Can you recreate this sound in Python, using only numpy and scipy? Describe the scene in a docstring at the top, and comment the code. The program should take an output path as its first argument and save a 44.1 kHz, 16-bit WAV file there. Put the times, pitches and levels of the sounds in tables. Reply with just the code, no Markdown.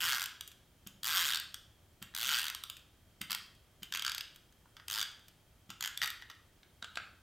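"""Tape runner on a craft table

A plastic tape runner is drawn over cardstock in eight short strokes, close to the microphone.
Its spool ratchet clicks tooth by tooth: a buzz in fast strokes, single clicks in slow ones.
It lands with a soft thump and a knock before five of the strokes, ticks in the hand between them
and is laid aside at the end. A small room rings behind it, over low rumble and thin hiss."""
import sys
import numpy as np
from scipy import signal
from scipy.fft import rfft, irfft
from scipy.io import wavfile

SR = 44100
rng = np.random.default_rng(int(sys.argv[2]) if len(sys.argv) > 2 else 0)


def generate_wav(signal):
    """Clip the signal to [-1, 1] and save it as 16-bit WAV at the path in sys.argv[1]."""
    frames = np.transpose(np.atleast_2d(signal))
    scaled = np.clip(frames, -1, 1) * 32767
    pcm = np.round(scaled).astype(np.int16)
    wavfile.write(sys.argv[1], SR, pcm)


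N = 318402
USUAL_TEETH_PER_S, USUAL_FORCE_DB = 100, -12  # an ordinary pull


def amp(db):
    """Decibels to gain."""
    return 10 ** (np.asarray(db) / 20)


def curve_at(points, hz):
    """A table's value at each frequency, joined on a log axis."""
    f, value = np.transpose(points)
    return np.interp(np.log(hz + 1), np.log(f + 1), value)


def resonance_db(modes, hz):
    """Level that a set of resonances adds at each frequency."""
    return sum(db / (1 + (2 * (hz - f) / width) ** 2) for f, width, db in modes)


def unit_energy(x):
    """Scales to an energy of one."""
    return x / np.sqrt(np.sum(x ** 2, axis=-1, keepdims=True) + 1e-20)


def add(mix, s, sound):
    """Adds a sound to the mix at time s."""
    part = mix[max(round(s * SR), 0):][:len(sound)]
    part += sound[:len(part)]


def minimum_phase(db):
    """Spectrum of a filter with this level that rings only after a blow."""
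    cepstrum = irfft(np.log(amp(db)))
    half = cepstrum.shape[-1] // 2
    cepstrum[..., 1:half] *= 2
    cepstrum[..., half + 1:] = 0
    return np.exp(rfft(cepstrum))


def snaps(rows, colour, slide_db, rise_s, chatter_s, ring_db, ring_s, alike, size=2048):
    """Each snap is a short slide of plastic, a few milliseconds of chatter and a brief ring."""
    times, energy_db, body_db, treble_db = np.transpose(rows)
    lead_s, slide_s = 0.005, 0.0013
    t, hz = np.arange(size) / SR - lead_s, np.fft.rfftfreq(size, 1 / SR)
    noise = rng.standard_normal((len(times), size))
    grain = signal.lfilter([1], [1, -alike], noise, axis=0)  # each snap resembles the one before
    slide = amp(slide_db) * np.exp(-abs(t) / slide_s)
    after = np.maximum(t, 0)
    rise = 1 - np.exp(-(after / rise_s) ** 2)
    chatter = np.exp(-(after / chatter_s) ** 4)
    ring = amp(ring_db) * np.exp(-after / ring_s)
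    contacts = np.sign(grain) * (slide + rise * (chatter + ring))  # tiny contacts of like strength
    # body and treble are weighted shelves: they tilt the colour and leave the energy alone
    low_shelf = body_db[:, None] * curve_at([(1900, 0.66), (2700, 0.082)], hz)
    high_shelf = treble_db[:, None] * curve_at([(5800, 0.058), (8500, 0.89)], hz)
    colour_db = np.array([colour(s, hz) for s in times]) + low_shelf + high_shelf
    sounds = unit_energy(irfft(rfft(contacts) * minimum_phase(colour_db)))
    out = np.zeros(N)
    for s, gain, sound in zip(times, amp(energy_db), sounds):
        add(out, s - lead_s, gain * sound)
    return out


# room tone and microphone hiss: (frequency [Hz], relative level [dB])
AIR_SPECTRUM = [(12, -47), (20, -9), (36, -8), (75, -4), (270, -16.5), (377, -16.5), (446, -21),
                (607, -19.5), (1060, -26), (1150, -24.5), (1480, -25.5), (2600, -28.5), (3160, -31.5),
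                (3530, -30), (16000, -35)]
# narrow bands in that noise: (frequency [Hz], width [Hz], boost [dB])
AIR_PEAKS = [(104.5, 11.5, 4.5), (1580, 180, -0.5), (3190, 210, 12)]
# likeness of left and right at the microphone: (frequency [Hz], correlation [0-1])
AIR_CORRELATION = [(60, 0.98), (150, 0.94), (380, 0.86), (950, 0.74), (2380, 0.86), (5980, 0.61),
                   (15000, 1)]


def room_tone(level_db=-65):
    """Steady low room rumble under the microphone's thin hiss."""
    hz = np.fft.rfftfreq(N, 1 / SR)
    colour_db = curve_at(AIR_SPECTRUM, hz) + resonance_db(AIR_PEAKS, hz)
    mid, side = rfft(rng.standard_normal((2, N))) * amp(colour_db)
    likeness = curve_at(AIR_CORRELATION, hz)
    mid, side = mid * np.sqrt(1 + likeness), side * np.sqrt(1 - likeness)
    stereo = irfft(np.array([mid + side, mid - side]), N)
    return amp(level_db) * np.sqrt(N) * unit_energy(stereo)


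# a click of the case, heard close up: (frequency [Hz], relative level [dB])
CASE_SPECTRUM = [(210, -62.5), (350, -29), (653, -25), (707, -18.5), (1380, -3), (1520, -5), (2350, -7.5),
                 (3280, -0.5), (4110, -7), (4670, -5), (5220, -7), (8170, -11.5), (10700, -16.5),
                 (14100, -11), (16000, -24)]
# resonances of the case in any grip: (frequency [Hz], width [Hz], boost [dB])
CASE_RESONANCES = [(3250, 400, 2), (3870, 150, 1.5), (4700, 220, 3), (6700, 400, 2), (8300, 400, 4),
                   (9900, 450, 3), (13000, 900, 4), (14700, 1100, 4)]
# the hand's grip for each stroke: (start [s], low resonance [Hz], its boost [dB],
# high resonance [Hz], its boost [dB], body [dB], treble [dB])
HAND_GRIPS = [(0, 1564, 6, 3330, 0.5, 0.5, 1.5), (0.8, 1585, 7.5, 3850, 2.5, -2.5, 2.1),
              (1.9, 1530, 5.5, 3920, 2.5, -2, 0.5), (3.1, 1960, 7.5, 4850, 6.5, 0, 3),
              (3.7, 1560, 6.5, 3160, 1.5, -5, -4), (4.7, 1580, 2, 5000, 3.5, -0.5, -1),
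              (5.6, 1980, 5, 6900, 8, -1, -2), (5.95, 1950, 8, 3640, 3.5, 0, -1.5)]


def case_colour(s, hz, low_width_hz=250, high_width_hz=500):
    """Spectrum of the plastic case, retuned by the grip at time s."""
    grip_index = sum(s >= grip[0] for grip in HAND_GRIPS[1:])
    _, low_hz, low_db, high_hz, high_db, *_ = HAND_GRIPS[grip_index]
    held = [(low_hz, low_width_hz, low_db), (high_hz, high_width_hz, high_db)]
    return curve_at(CASE_SPECTRUM, hz) + resonance_db(CASE_RESONANCES + held, hz)


def tooth_clicks(stroke, grip, jitter_s=0.0002):
    """One row for snaps each time the spool turns by a tooth; speed, force and grip colour it."""
    s, speed, force_db = np.transpose(stroke)
    t = np.arange(s[0], s[-1], 1 / SR)
    teeth_turned = np.cumsum(np.interp(t, s, speed)) / SR
    times = np.interp(np.arange(round(teeth_turned[-1]) + 1), teeth_turned, t)
    push_db = np.interp(times, s, force_db)
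    faster_octaves = np.log2(np.interp(times, s, speed) / USUAL_TEETH_PER_S)
    harder_db = push_db - USUAL_FORCE_DB
    lateness, strength = rng.standard_normal((2, len(times)))
    spread_db = 1 + 0.83 * faster_octaves  # the pawl drops less evenly from a faster wheel
    energy_db = push_db + 0.2 + spread_db * strength
    # a faster, harder pull shakes the case more, while the pawl's bright snap hardly grows
    *_, grip_body_db, grip_treble_db = grip
    body_db = grip_body_db + 2 * faster_octaves + 0.22 * harder_db
    treble_db = grip_treble_db - 1.24 * harder_db
    return np.column_stack([times + jitter_s * lateness, energy_db, body_db, treble_db])


# pulls across the card, one curve each: (time [s], spool speed [teeth/s], force on a tooth [dB])
PULLS = [
    [(0.0036, 125.5, -12.7), (0.0277, 185.9, -11.0), (0.104, 151.9, -12.0), (0.1228, 110.7, -6.8),
     (0.1565, 136.1, -13.0), (0.1874, 65.7, -13.1), (0.2191, 111.7, -12.4), (0.2612, 25.7, -13.4)],
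    [(1.0316, 79.4, -13.0), (1.1085, 172.3, -10.5), (1.1231, 135.8, -9.5), (1.1564, 191.2, -9.4),
     (1.2372, 161.7, -10.2), (1.3165, 111.4, -9.9), (1.329, 74.5, -6.4), (1.3502, 93.0, -7.8),
     (1.401, 11.1, -15.2)],
    [(2.1485, 55.1, -13.4), (2.1867, 109.9, -14.1), (2.2794, 130.0, -11.1), (2.2875, 172.7, -10.7),
     (2.3725, 106.5, -9.3), (2.3839, 135.4, -10.5), (2.4151, 69.4, -12.8), (2.4433, 87.8, -11.5),
     (2.5029, 45.9, -13.5)],
    [(3.3063, 95.2, -10.8), (3.3202, 93.9, -10.7), (3.3508, 21.3, -10.6)],
    [(3.9233, 53.9, -11.9), (3.9517, 114.3, -10.1), (3.971, 48.4, -12.4), (4.0282, 29.6, -10.8),
     (4.0716, 78.6, -6.4), (4.0866, 54.3, -11.9), (4.1474, 26.8, -12.8), (4.211, 39.9, -13.0)],
    [(4.8817, 37.0, -14.7), (4.9146, 108.8, -12.9), (4.9452, 104.7, -13.8), (4.9993, 114.5, -10.4),
     (5.0302, 52.2, -9.8)],
    [(5.8077, 53.1, -12.8), (5.8306, 65.5, -10.8), (5.8445, 119.5, -11.6), (5.8776, 28.9, -13.0)],
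    [(6.0171, 99.2, -5.7), (6.0355, 207.4, -9.9), (6.0451, 66.0, -12.0), (6.0639, 65.8, -14.2),
     (6.1055, 14.9, -16.4)],
]
# the spool slips one more tooth as the runner rests or lifts: (time [s], energy [dB])
SPOOL_SLIPS = [(0.4087, -15), (1.5427, -15), (2.5479, -13.5), (2.6368, -14.5), (2.6986, -15),
               (5.9742, -11.5)]


def ratchet(slip_body_db=-7.5, slip_treble_db=2.2):
    """The pawl rides up each tooth of the spool wheel and drops off it."""
    pulls = [tooth_clicks(stroke, grip) for stroke, grip in zip(PULLS, HAND_GRIPS)]
    slips = [(s, energy_db, slip_body_db, slip_treble_db) for s, energy_db in SPOOL_SLIPS]
    return sum(snaps(clicks, case_colour, slide_db=-13, rise_s=0.0005, chatter_s=0.0031,
                     ring_db=-8, ring_s=0.0035, alike=0.75) for clicks in pulls + [slips])


# the tabletop under the card: (frequency [Hz], relative level [dB], time to fall 60 dB [s])
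TABLETOP_MODES = [(137, -1, 0.06), (191.4, 7, 0.051), (258, -15.5, 0.16), (306, -4.5, 0.056)]


def table_ring(t):
    """The tabletop's modes dying away after a push."""
    return sum(amp(db - 60 * t / t60) * np.sin(2 * np.pi * hz * t) for hz, db, t60 in TABLETOP_MODES)


def rolling(usual_db=-73.5, db_per_octave=9):
    """The tip rolls over the grain of the card; the tabletop rumbles more the faster it goes."""
    t = np.arange(N) / SR
    speed = sum(np.interp(t, *np.transpose(stroke)[:2], left=0, right=0) for stroke in PULLS)
    faster_octaves = np.log2(speed / USUAL_TEETH_PER_S + 1e-9)
    push = amp(usual_db + db_per_octave * faster_octaves) * rng.standard_normal(N)
    return signal.fftconvolve(push, unit_energy(table_ring(t[:SR // 4])))[:N]


# the small room around the table: (frequency [Hz], time to fall 60 dB [s])
ROOM_DECAY = [(200, 0.7), (700, 0.64), (1500, 0.44), (3500, 0.5167), (7000, 0.43), (14000, 0.29)]
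# its tail at the microphone: (frequency [Hz], level against the direct sound [dB])
ROOM_LEVEL = [(200, -1.5), (700, -10), (1500, 0.5), (3300, -4), (7000, -8), (14000, -10.5)]


def room_tail(first_s=0.0012, build_s=0.0021, side_db=-36, size=256):
    """Dense reflections as mid and side, each band dying at its own speed."""
    noise = rng.standard_normal((2, SR)) / np.sqrt(SR) * amp([[0], [side_db]])
    hz, t, bands = signal.stft(noise, SR, nperseg=size)
    rate = np.log(1000) / curve_at(ROOM_DECAY, hz)[:, None]
    decay = np.exp(-rate * t) * np.sqrt(2 * rate)
    gain = amp(curve_at(ROOM_LEVEL, hz))[:, None]
    _, echoes = signal.istft(bands * decay * gain, SR, nperseg=size)
    since_first = np.maximum(np.arange(echoes.shape[1]) / SR - first_s, 0)
    return echoes * (1 - np.exp(-since_first / build_s))


def reflections(direct, drift_hz=3, paths=3):
    """The moving runner reaches the walls by ever-changing paths, so the tails take turns."""
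    turn = np.pi * drift_hz * np.arange(N) / SR
    shares = [np.sqrt(2 / paths) * np.cos(turn + np.pi * k / paths) for k in range(paths)]
    mid, side = sum(signal.fftconvolve((direct * share)[None], room_tail(), axes=1)[:, :N]
                    for share in shares)
    return np.array([mid + side, mid - side])


def faint_ticks(per_stroke=2, wait_s=0.08, within_s=0.24, energy_db=-40.5, spread_db=3.5, bright_db=3):
    """Rows of barely heard ticks, at random as the hand moves back after each stroke."""
    ends = np.repeat([stroke[-1][0] for stroke in PULLS], per_stroke)
    return [(end + wait_s + within_s * rng.random(), rng.normal(energy_db, spread_db), bright_db)
            for end in ends]


# small dry ticks near the microphone: (time [s], energy [dB], brightness [dB])
HAND_TICKS = [(0.4758, -23, 11.5), (0.4826, -38, 10.5), (0.5153, -30, 2), (2.1381, -29.5, -17),
              (2.7669, -26, 3.5), (3.2979, -19, -10), (4.3593, -29.5, 4.5), (4.7666, -26, -11),
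              (4.7973, -28.5, -20), (5.2818, -31, 2.5), (6.2215, -22, -12), (6.299, -21.5, -7.5),
              (6.313, -29, -11)]


def ticks():
    """Between strokes the case ticks in the hand and the tape snaps off the card."""
    rows = [(s, energy_db, -bright_db, bright_db)
            for s, energy_db, bright_db in list(HAND_TICKS) + faint_ticks()]
    return snaps(rows, case_colour, slide_db=-36, rise_s=0.00096, chatter_s=0.0025,
                 ring_db=4, ring_s=0.0054, alike=0.044)


# the tip lands on the card: (time [s], thump gain [dB], knock delay [s], knock energy [dB],
# knock body [dB], knock treble [dB])
TIP_LANDINGS = [(0.864, -45.5, 0.0076, -23, -13, 10), (2.017, -45.5, 0.0081, -21.5, 0, 9),
                (3.21, -42, 0.0046, -14.5, -4, 5), (3.821, -48, 0.0099, -19.5, -12, 4.5),
                (5.692, -48, 0.011, -21.5, -2, 0.5)]


def thumps(rise_s=0.004, scuff_delay_s=0.00199, scuff_db=15, body_db=3, treble_db=-12):
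    """The rubbery tip gives the tabletop a soft push and scuffs the card."""
    t = np.arange(SR // 4) / SR
    scuffs = [(s + scuff_delay_s, gain_db + scuff_db, body_db, treble_db)
              for s, gain_db, *_ in TIP_LANDINGS]
    out = snaps(scuffs, case_colour, slide_db=0, rise_s=0.0017, chatter_s=0.0023,
                ring_db=-3, ring_s=0.0057, alike=0.099)
    thump = (1 - np.exp(-t / rise_s)) * table_ring(t)
    for s, gain_db, *_ in TIP_LANDINGS:
        add(out, s, amp(gain_db) * thump)
    return out


# peaks and dips of the shell, jolted through the tip: (frequency [Hz], width [Hz], boost [dB])
SHELL_RESONANCES = [(1120, 780, 2.5), (1600, 550, -12), (3020, 560, 4.5), (4540, 2800, -12.5)]


def knocks(duller_db=16):
    """Loose parts knock on landing, and the whole shell rattles for a moment."""
    def shell_colour(s, hz):
        return case_colour(s, hz) + resonance_db(SHELL_RESONANCES, hz)

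    rows = [(s + delay_s, *knock) for s, _, delay_s, *knock in TIP_LANDINGS]
    snap = snaps(rows, case_colour, slide_db=-18, rise_s=0.0011, chatter_s=0.0024,
                 ring_db=-9, ring_s=0.0016, alike=0.15)
    duller = [(s, energy_db, body_db, treble_db - duller_db) for s, energy_db, body_db, treble_db in rows]
    rattle = snaps(duller, shell_colour, slide_db=17, rise_s=0.00076, chatter_s=0.0037,
                   ring_db=10.5, ring_s=0.016, alike=0.34)
    return snap + rattle


# the tape catches in mid-stroke: (time [s], energy [dB])
TAPE_CATCHES = [(1.1708, -6), (1.3218, -17.5), (2.3440, -8.5), (2.351, -15), (5.0129, -12.5)]


def catches(body_db=-13, treble_db=-17):
    """The tape catches and lets go with a hard snap."""
    rows = [(s, energy_db, body_db, treble_db) for s, energy_db in TAPE_CATCHES]
    return snaps(rows, case_colour, slide_db=-21, rise_s=0.00035, chatter_s=0.0015,
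                 ring_db=7, ring_s=0.004, alike=0.2)


# a soft tap at the table: (time [s], energy [dB], body [dB], treble [dB])
SOFT_TAPS = [(4.656, -37.5, -2, -2)]


def tap():
    """A dull tap with almost no treble, as of a finger on the mat."""
    def colour(s, hz):
        return curve_at([(400, -28), (700, 2), (1400, 2), (2000, -12), (8000, -35)], hz)

    return snaps(SOFT_TAPS, colour, slide_db=-15, rise_s=0.0013, chatter_s=0.0051,
                 ring_db=-8, ring_s=0.005, alike=0.2)


# tape on the tip, faint even close up: (time [s], length [s], pitch [Hz], peak level [dB])
TAPE_SQUEAKS = [(4.94, 0.05, 909, -50.5)]


def squeak():
    """A short tone that swells and fades as the tape sticks and slips."""
    out = np.zeros(N)
    for s, length_s, hz, peak_db in TAPE_SQUEAKS:
        t = np.arange(0, length_s, 1 / SR)
        swell = np.sin(np.pi * t / length_s) ** 2
        add(out, s, amp(peak_db) * swell * np.sin(2 * np.pi * hz * t))
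    return out


# the case striking the tabletop: (frequency [Hz], relative level [dB])
BUMP_SPECTRUM = [(100, -33), (200, -14), (400, -25.5), (700, -9), (1000, -12), (1500, -1), (2000, -12),
                 (3800, -4.5), (5200, -16.5), (7500, -18), (16000, -38)]
# the runner is put down near the microphone: (time [s], energy [dB], body [dB], treble [dB])
TABLE_BUMPS = [(6.6316, -34.5, -6, -24), (6.8253, -15.5, 2, -5), (6.8441, -18, -5, 0.5),
               (6.9562, -19.5, -10, 2), (6.9721, -9.5, -2, -6)]


def bumps():
    """The case bumps the table as it is laid aside."""
    def colour(s, hz):
        return curve_at(BUMP_SPECTRUM, hz) + resonance_db([(1500, 50, 1.1), (7540, 500, 6.5)], hz)

    return snaps(TABLE_BUMPS, colour, slide_db=0, rise_s=0.00014, chatter_s=0.003,
                 ring_db=4, ring_s=0.0043, alike=0.26)


def scene():
    """The runner, close and straight ahead of the microphone, with the room behind it."""
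    runner = ratchet() + rolling() + ticks() + thumps() + knocks()
    runner += catches() + tap() + squeak() + bumps()
    return runner + reflections(runner) + room_tone()


def record(dry, edge_hz=16000):
    """The recorder's band limit cuts the highest treble."""
    lowpass = signal.firwin(511, edge_hz, window=("kaiser", 9), fs=SR)
    return signal.oaconvolve(dry, lowpass[None], "same")


dry = scene()
out = record(dry)
generate_wav(out)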